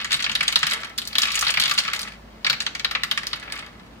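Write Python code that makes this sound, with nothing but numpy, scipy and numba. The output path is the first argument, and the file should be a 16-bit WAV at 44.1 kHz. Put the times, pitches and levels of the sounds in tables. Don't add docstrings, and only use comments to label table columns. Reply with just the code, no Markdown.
import sys
import numpy as np
from scipy import signal
from scipy.fft import rfft, irfft
from scipy.io import wavfile
from scipy.ndimage import uniform_filter1d
from numba import njit

SR = 44100
rng = np.random.default_rng(int(sys.argv[2]) if len(sys.argv) > 2 else 0)


def attenuation_scalar(level_db):
    decades = np.asarray(level_db, float) / 20
    return 10 ** decades


def materialize(psi):
    bounded = np.clip(np.atleast_2d(psi).T, -1, 1)
    quanta = np.round(bounded * 32767).astype(np.int16)
    wavfile.write(sys.argv[1], SR, quanta)


N = 176400

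# pitch_hz, level_db (per Hz)
AIR = [(40, -9.5), (220, -7), (380, -12.5), (1100, -15.5), (2000, -24.5), (4500, -30), (10000, -40.5),
       (16000, -46)]
# pitch_hz, level_db (rms)
TONES = [
    (52, -50.5),
    (190, -60),
    (222, -55),
    (15014, -77),
]

# start_s, level_db
# (peak), pitch_hz (of the struck spot), tick_db (against the peak)
KNOCKS = [(0.0454, -12, 1870, -14.5), (0.1072, -11.5, 3000, -21), (0.1181, -7.5, 2280, -15),
          (0.2239, -13, 3450, -11.5), (0.2421, -8, 3770, -20), (0.2631, -9, 2170, -29),
          (0.2949, -10, 2800, -22), (0.3517, -4, 3620, -16.5), (0.407, -4, 2500, -24.5),
          (0.4299, -13, 1660, -9.5), (0.4793, -8, 3100, -8), (0.5245, -10.5, 2940, -12),
          (0.5574, 0.5, 3820, -17.5), (0.63, -3, 2040, -21.5), (0.6674, -6, 1680, -12),
          (0.7098, -13, 2010, -9), (0.7184, -9, 3750, -20), (0.7333, -10.5, 1870, -8),
          (0.8325, -17.5, 1690, -21),
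          (0.9833, -13.5, 4260, -5), (1.0174, -19, 3320, -13), (1.052, -27.5, 4560, -4),
               (1.0739, -28, 4300, 11), (1.1295, -22, 4400, -13), (1.1534, -7, 3440, -19.5),
               (1.1829, -4.5, 3550, -5), (1.2192, -14.5, 4850, 0.5), (1.2322, -6, 3160, -14),
               (1.2532, -10, 2350, -17), (1.318, -18, 5170, -2.5), (1.3444, -15.5, 2340, -9),
               (1.3545, -13.5, 2700, 2), (1.3908, -20, 6270, 6), (1.411, -24, 5840, 11),
               (1.4244, -6.5, 1320, -21), (1.4675, -5.5, 4070, -24), (1.4916, -5, 2570, -36),
               (1.5397, -10.5, 2600, -15), (1.5723, -3, 2400, -26), (1.5981, -7, 3820, -5.5),
          (1.6226, -8.5, 3620, -19), (1.6561, -6, 3350, -20), (1.695, -11.5, 3200, -10),
            (1.7113, -4.5, 1410, -11.5), (1.782, -6, 4160, -22), (1.787, -5.5, 4960, -12),
            (1.836, -22, 3760, -9), (1.8503, -12.5, 2010, -26), (1.8813, -11.5, 1350, -36),
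            (1.9144, -17.5, 2000, -37), (1.9332, -10.5, 2100, -10.5), (1.992, -15, 5260, -11),
            (2.0161, -32.5, 4770, 12), (2.0744, -20.5, 1790, -23),
          (2.446, -5, 4270, -28), (2.4653, -2.5, 2400, -25.5), (2.4982, -2.5, 4100, -16.5),
            (2.528, -8.5, 2210, -20), (2.6033, -9.5, 4140, -15.5), (2.6196, -18, 1820, -11),
            (2.664, -7.5, 3270, -22.5), (2.7504, -14, 2320, -17), (2.796, -14, 2240, -17),
            (2.846, -4, 3860, -24), (2.911, -10, 1260, -17), (2.9501, -3, 2440, -35.5),
            (3.034, -7.5, 2010, -12), (3.1122, -5.5, 3400, -15), (3.175, -6.5, 2280, -18.5),
            (3.2323, -16, 1890, -20), (3.268, -14, 5370, -9), (3.3578, -25, 2750, -12),
          (3.331, -10, 4300, -25), (3.3975, -30.5, 2200, -7.5), (3.427, -22, 1900, -27),
            (3.4655, -44, 1960, -22), (3.4764, -21, 1980, -87), (3.499, -24, 1950, -26),
            (3.522, -17, 1880, -9.5), (3.5626, -20.5, 2170, -28), (3.5905, -21, 2930, -14),
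            (3.663, -31, 1720, -13.5),
          (0.0008, -16, 3520, -61), (0.1283, -8, 3370, -8), (0.142, -8, 3700, -15),
            (0.2024, -12, 2200, -17.5), (0.316, -13.5, 2600, -11.5), (0.489, -11.5, 2250, -31),
            (1.6369, -10, 3730, -11.5), (1.679, -15.5, 3220, -8), (1.7382, -28, 2240, 7.5)]
# start_s, level_db, pitch_hz, tick_db
MORE_KNOCKS = [(.165, -17, 2500, -9), (.193, -12.5, 2840, -24), (.589, -18, 7340, -5), (.6984, -18.5, 7640, -5),
               (.8041, -23, 2000, -14), (.813, -32, 2500, -0.5), (.846, -15.5, 1700, -15),
               (.8959, -34, 1700, -2), (.9777, -15.5, 2950, -3), (1.272, -16, 3000, -8),
               (1.283, -7.5, 2300, -29), (1.302, -15, 2520, -16), (1.374, -8.5, 3050, -19),
               (1.448, -12.5, 3480, -14), (1.48, -7, 4560, -14), (1.504, -13.5, 3480, 3.5),
               (1.614, -14, 4000, -2), (1.777, -8, 2940, -11), (1.802, -17, 3000, -6),
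               (1.878, -11.5, 2530, -18), (1.948, -16, 3000, -8.5), (1.961, -20, 3500, -1),
               (2.009, -22, 2980, -2), (2.03, -21, 3860, -5.5), (2.083, -25, 2500, -14),
               (2.135, -28.5, 2470, -20), (3.437, -31.5, 2000, -9), (3.536, -17.5, 1950, -36),
               (3.556, -29, 2100, -2), (3.576, -33, 2100, -2), (3.61, -37, 2500, -11), (3.6825, -31, 1900, -32),
               (3.7967, -29.5, 1200, -32), (3.8635, -40, 2490, -12), (1.417, -23, 5500, 4),
               (1.65, -14, 3300, -20), (.432, -14, 2500, -16), (2.12, -28, 2500, -14), (3.45, -32, 2050, -27),
               (3.51, -30, 2050, -24), (3.545, -27, 2050, -24), (.87, -24, 1700, -18)]

TOWER = [819, 1156, 1298, 1730, 2005, 2204, 2590, 2940, 3249, 3670, 4340, 4820]
# pitch_hz, level_db
WALL = [(500, -24.5), (950, -14.5), (1250, -3), (2500, 2), (4500, 7.5), (6000, -1), (10000, -8),
        (16000, -15.5)]
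# start_s, level_db
TUMBLE = [(0, -28), (.04, -35), (.14, -42.5), (.72, -29), (.9, -40.5), (.95, -51), (1.14, -39),
          (1.2, -27.5), (1.75, -30.5), (2.06, -37.5), (2.19, -56.5), (3.3, -43), (3.42, -40.5), (3.6, -36),
          (3.72, -51.5), (4, -57.5)]
ON_TRAY_S = [.72, .95, 1.95, 2.4, 3.38]
# pitch_hz, level_db (against the knock), fade_s (to -60 dB)
BENCH = [
    (147.5, -35.5, 0.13),
    (223.4, -36, 0.11),
    (446, -36.5, 0.041),
]
# pitch_hz, level_db (against the contact), fade_s (to -60 dB)
TRAY = [
    (454, -29.5, 0.059),
    (620, -27, .06),
    (927, -23.5, 0.033),
    (2050, -21, 0.06),
]

LEFT_DB, RIGHT_LATE_S = 0.45, 0.000125
RISE_CYCLES = 1.5


def walk(rate):
    hold = int(SR / rate)
    steps = np.repeat(rng.standard_normal(N // 100), hold)[:N]
    return uniform_filter1d(uniform_filter1d(steps, hold), hold)


def workshop():
    f = np.arange(N // 2 + 1) * SR / N + 1
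    air_hz, air_db = np.array(AIR).T
    shape = attenuation_scalar(np.interp(np.log(f), np.log(air_hz), air_db)) * (f < 15750)
    mid, side = rfft(rng.standard_normal((2, N)))
    apart = 1 / np.sqrt(1 + (500 / f) ** 2.55)
    both = shape * (mid + apart * side * np.array([[1], [-1]])) / np.sqrt(1 + apart ** 2)
    air = np.zeros((2, N))
    for octave in range(11):
        band = np.clip(1 - abs(np.log2(f / 20) - octave), 0, 1)
        air += irfft(both * band, N) * attenuation_scalar(1.2 * walk(5))
    air = air * attenuation_scalar(-46.5) / air.std()
    hum = np.zeros(N)
    for hz, db in TONES:
        level = attenuation_scalar(db + 1.5 + 2 * walk(5.57))
        pitch = hz + 1.5 * walk(7.78)
        hum += level * np.sin(2 * np.pi * np.cumsum(pitch) / SR)
    return air + hum


@njit
def ring(start, hz, t60, gain, rise, size):
    out = np.zeros((2, size))
    for m in range(len(hz)):
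        s = 2j * np.pi * hz[m] / SR - np.log(1000.) / (t60[m] * SR)
        turn, swell = np.exp(s), np.exp(-hz[m] / SR / rise)
        for c in range(2):
            first = max(int(start[c, m]) + 1, 0)
            z = gain[c, m] * np.exp(s * (first - start[c, m]))
            unrisen = 1.
            for i in range(first, min(size, first + int(t60[m] * SR))):
                out[c, i] += z.imag * (1 - unrisen)
                z *= turn
                unrisen *= swell
    return out


def knocks(rows, count):
    t, db, spot, tick = np.array(rows).T[:, :, None]
    tower = np.array(TOWER)
    a = len(tower)
    n = rng.standard_normal((len(rows), 2, a + count))
    u = rng.random((len(rows), 3, a + count))

    edge, colour = np.log2(np.array(WALL)[:, 0]), np.array(WALL)[:, 1]
    place = ((np.arange(count) + u[:, 0, a:]) / count) ** 1.4
    wall = 2 ** edge[0] + (2 ** edge[-1] - 2 ** edge[0]) * place
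    trailing = u[:, 2, a:] > 0.16
    contact_s, spread_s = 0.001, 0.012
    late = -spread_s * np.log(u[:, 1, a:]) * trailing + contact_s * u[:, 2, a:]
    wall_db = -18 + np.interp(np.log2(wall), edge, colour)
    wall_db = wall_db + 7 * np.exp(-(np.log2(wall / spot) / 0.32) ** 2)
    treble = 1 / (1 + (5260 / wall) ** 4)
    bass = 1 / (1 + (wall / 1e3) ** 4)
    wall_db = wall_db + (tick + 17.5) * (treble - 0.18 * bass)
    wall_db = wall_db - 650 * late * (wall / 2500) ** 0.1
    chink = 6040 * 2 ** (1.35 * u[:, 2, :1])
    wall_db = wall_db + (8 * np.exp(-(np.log2(wall / chink) / 0.34) ** 2) - 4) * treble

    mode_db = -22 - 6 * (np.log2(tower / spot) / 0.97) ** 2 + 3 * n[:, 0, :a]
    mode_hz = tower * (1 + 0.022 * (u[:, 0, :a] - 0.5))
    mode_t60 = 0.061 * 2 ** (u[:, 1, :a] - 0.5)

    hz = np.hstack([mode_hz, wall])
    t60 = np.hstack([mode_t60, 39.3 / wall])
    start = (t + np.hstack([0.001077 * u[:, 2, :a], late])) * SR
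    like = 0.55 / (1 + (hz / 8650) ** 2)
    left = np.sign(n[:, 0])
    right = like * left + np.sqrt(1 - like ** 2) * n[:, 1]
    gain = np.array([left * attenuation_scalar(LEFT_DB), right * attenuation_scalar(-LEFT_DB)])
    gain = gain * attenuation_scalar(db + np.hstack([mode_db, wall_db]))
    starts = np.array([start, start + RIGHT_LATE_S * SR]).reshape(2, -1)
    return ring(starts, hz.ravel(), t60.ravel(), gain.reshape(2, -1), RISE_CYCLES, N)


def rattle(count):
    u = rng.random((count, 3))
    t = (np.arange(count) + 3 * u[:, 0] - 3) / count * N / SR
    db = np.interp(t, *np.array(TUMBLE).T) + 11 + 7 * u[:, 1] ** 2
    tray = np.searchsorted(ON_TRAY_S, t) % 2 == 1
    spot = np.where(tray, 1690, 2600) * 2 ** (0.62 * (2 * u[:, 2] - 1))
    tick = np.where(tray, -31, -19)
    return np.c_[t, db, spot, tick], tray


def thump(rows, modes):
    t, db = np.array(rows).T[:2, :, None]
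    hz, mode_db, t60 = np.array(modes).T
    n = rng.standard_normal((len(rows), 3, len(modes)))
    gain = (attenuation_scalar(db + mode_db + 4 * n[:, 0]) * np.sign(n[:, 2])).ravel()
    start = (t * SR + 0 * hz).ravel()
    starts = np.array([start, start + RIGHT_LATE_S * SR])
    pitch = (hz * (1 + 0.043 * n[:, 1])).ravel()
    return ring(starts, pitch, np.tile(t60, len(rows)), np.array([gain, gain]), RISE_CYCLES, N)


def room(x):
    t = np.arange(SR // 2) / SR
    noise = rng.standard_normal((2, len(t)))
    low = signal.lfilter(*signal.butter(1, 4000, fs=SR), noise)
    low_t60_s, treble_t60_s, rise_s = 0.46, 0.22, 0.0013
    tail = low * attenuation_scalar(-60 * t / low_t60_s) + (noise - low) * attenuation_scalar(-60 * t / treble_t60_s)
    tail = tail * (1 - np.exp(-t / rise_s))
    tail = tail / np.sqrt((tail ** 2).sum(axis=1).mean())
    return signal.fftconvolve(x[None], tail, axes=1)[:, :N]


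def scene():
    rows = KNOCKS
    small, on_tray = rattle(count=800)
    dice = knocks(rows, count=400) + knocks(small, count=50) + knocks(MORE_KNOCKS, count=200)
    dice = signal.sosfilt(signal.butter(2, 480, "high", fs=SR, output="sos"), dice)
    heard = dice + attenuation_scalar(-7.5) * room(dice.mean(axis=0)) + workshop()
    return heard + thump(rows, BENCH) + thump(small[on_tray], TRAY)


def roll_off(x):
    return signal.sosfilt(signal.butter(12, 16820, fs=SR, output="sos"), x)


def record(dry):
    x = signal.sosfilt(signal.butter(4, 43.7, "high", fs=SR, output="sos"), dry)
    x = signal.sosfilt(signal.cheby1(8, 1, 15900, fs=SR, output="sos"), np.tanh(x))
    return roll_off(x)


dry = scene()
out = record(dry)
materialize(out)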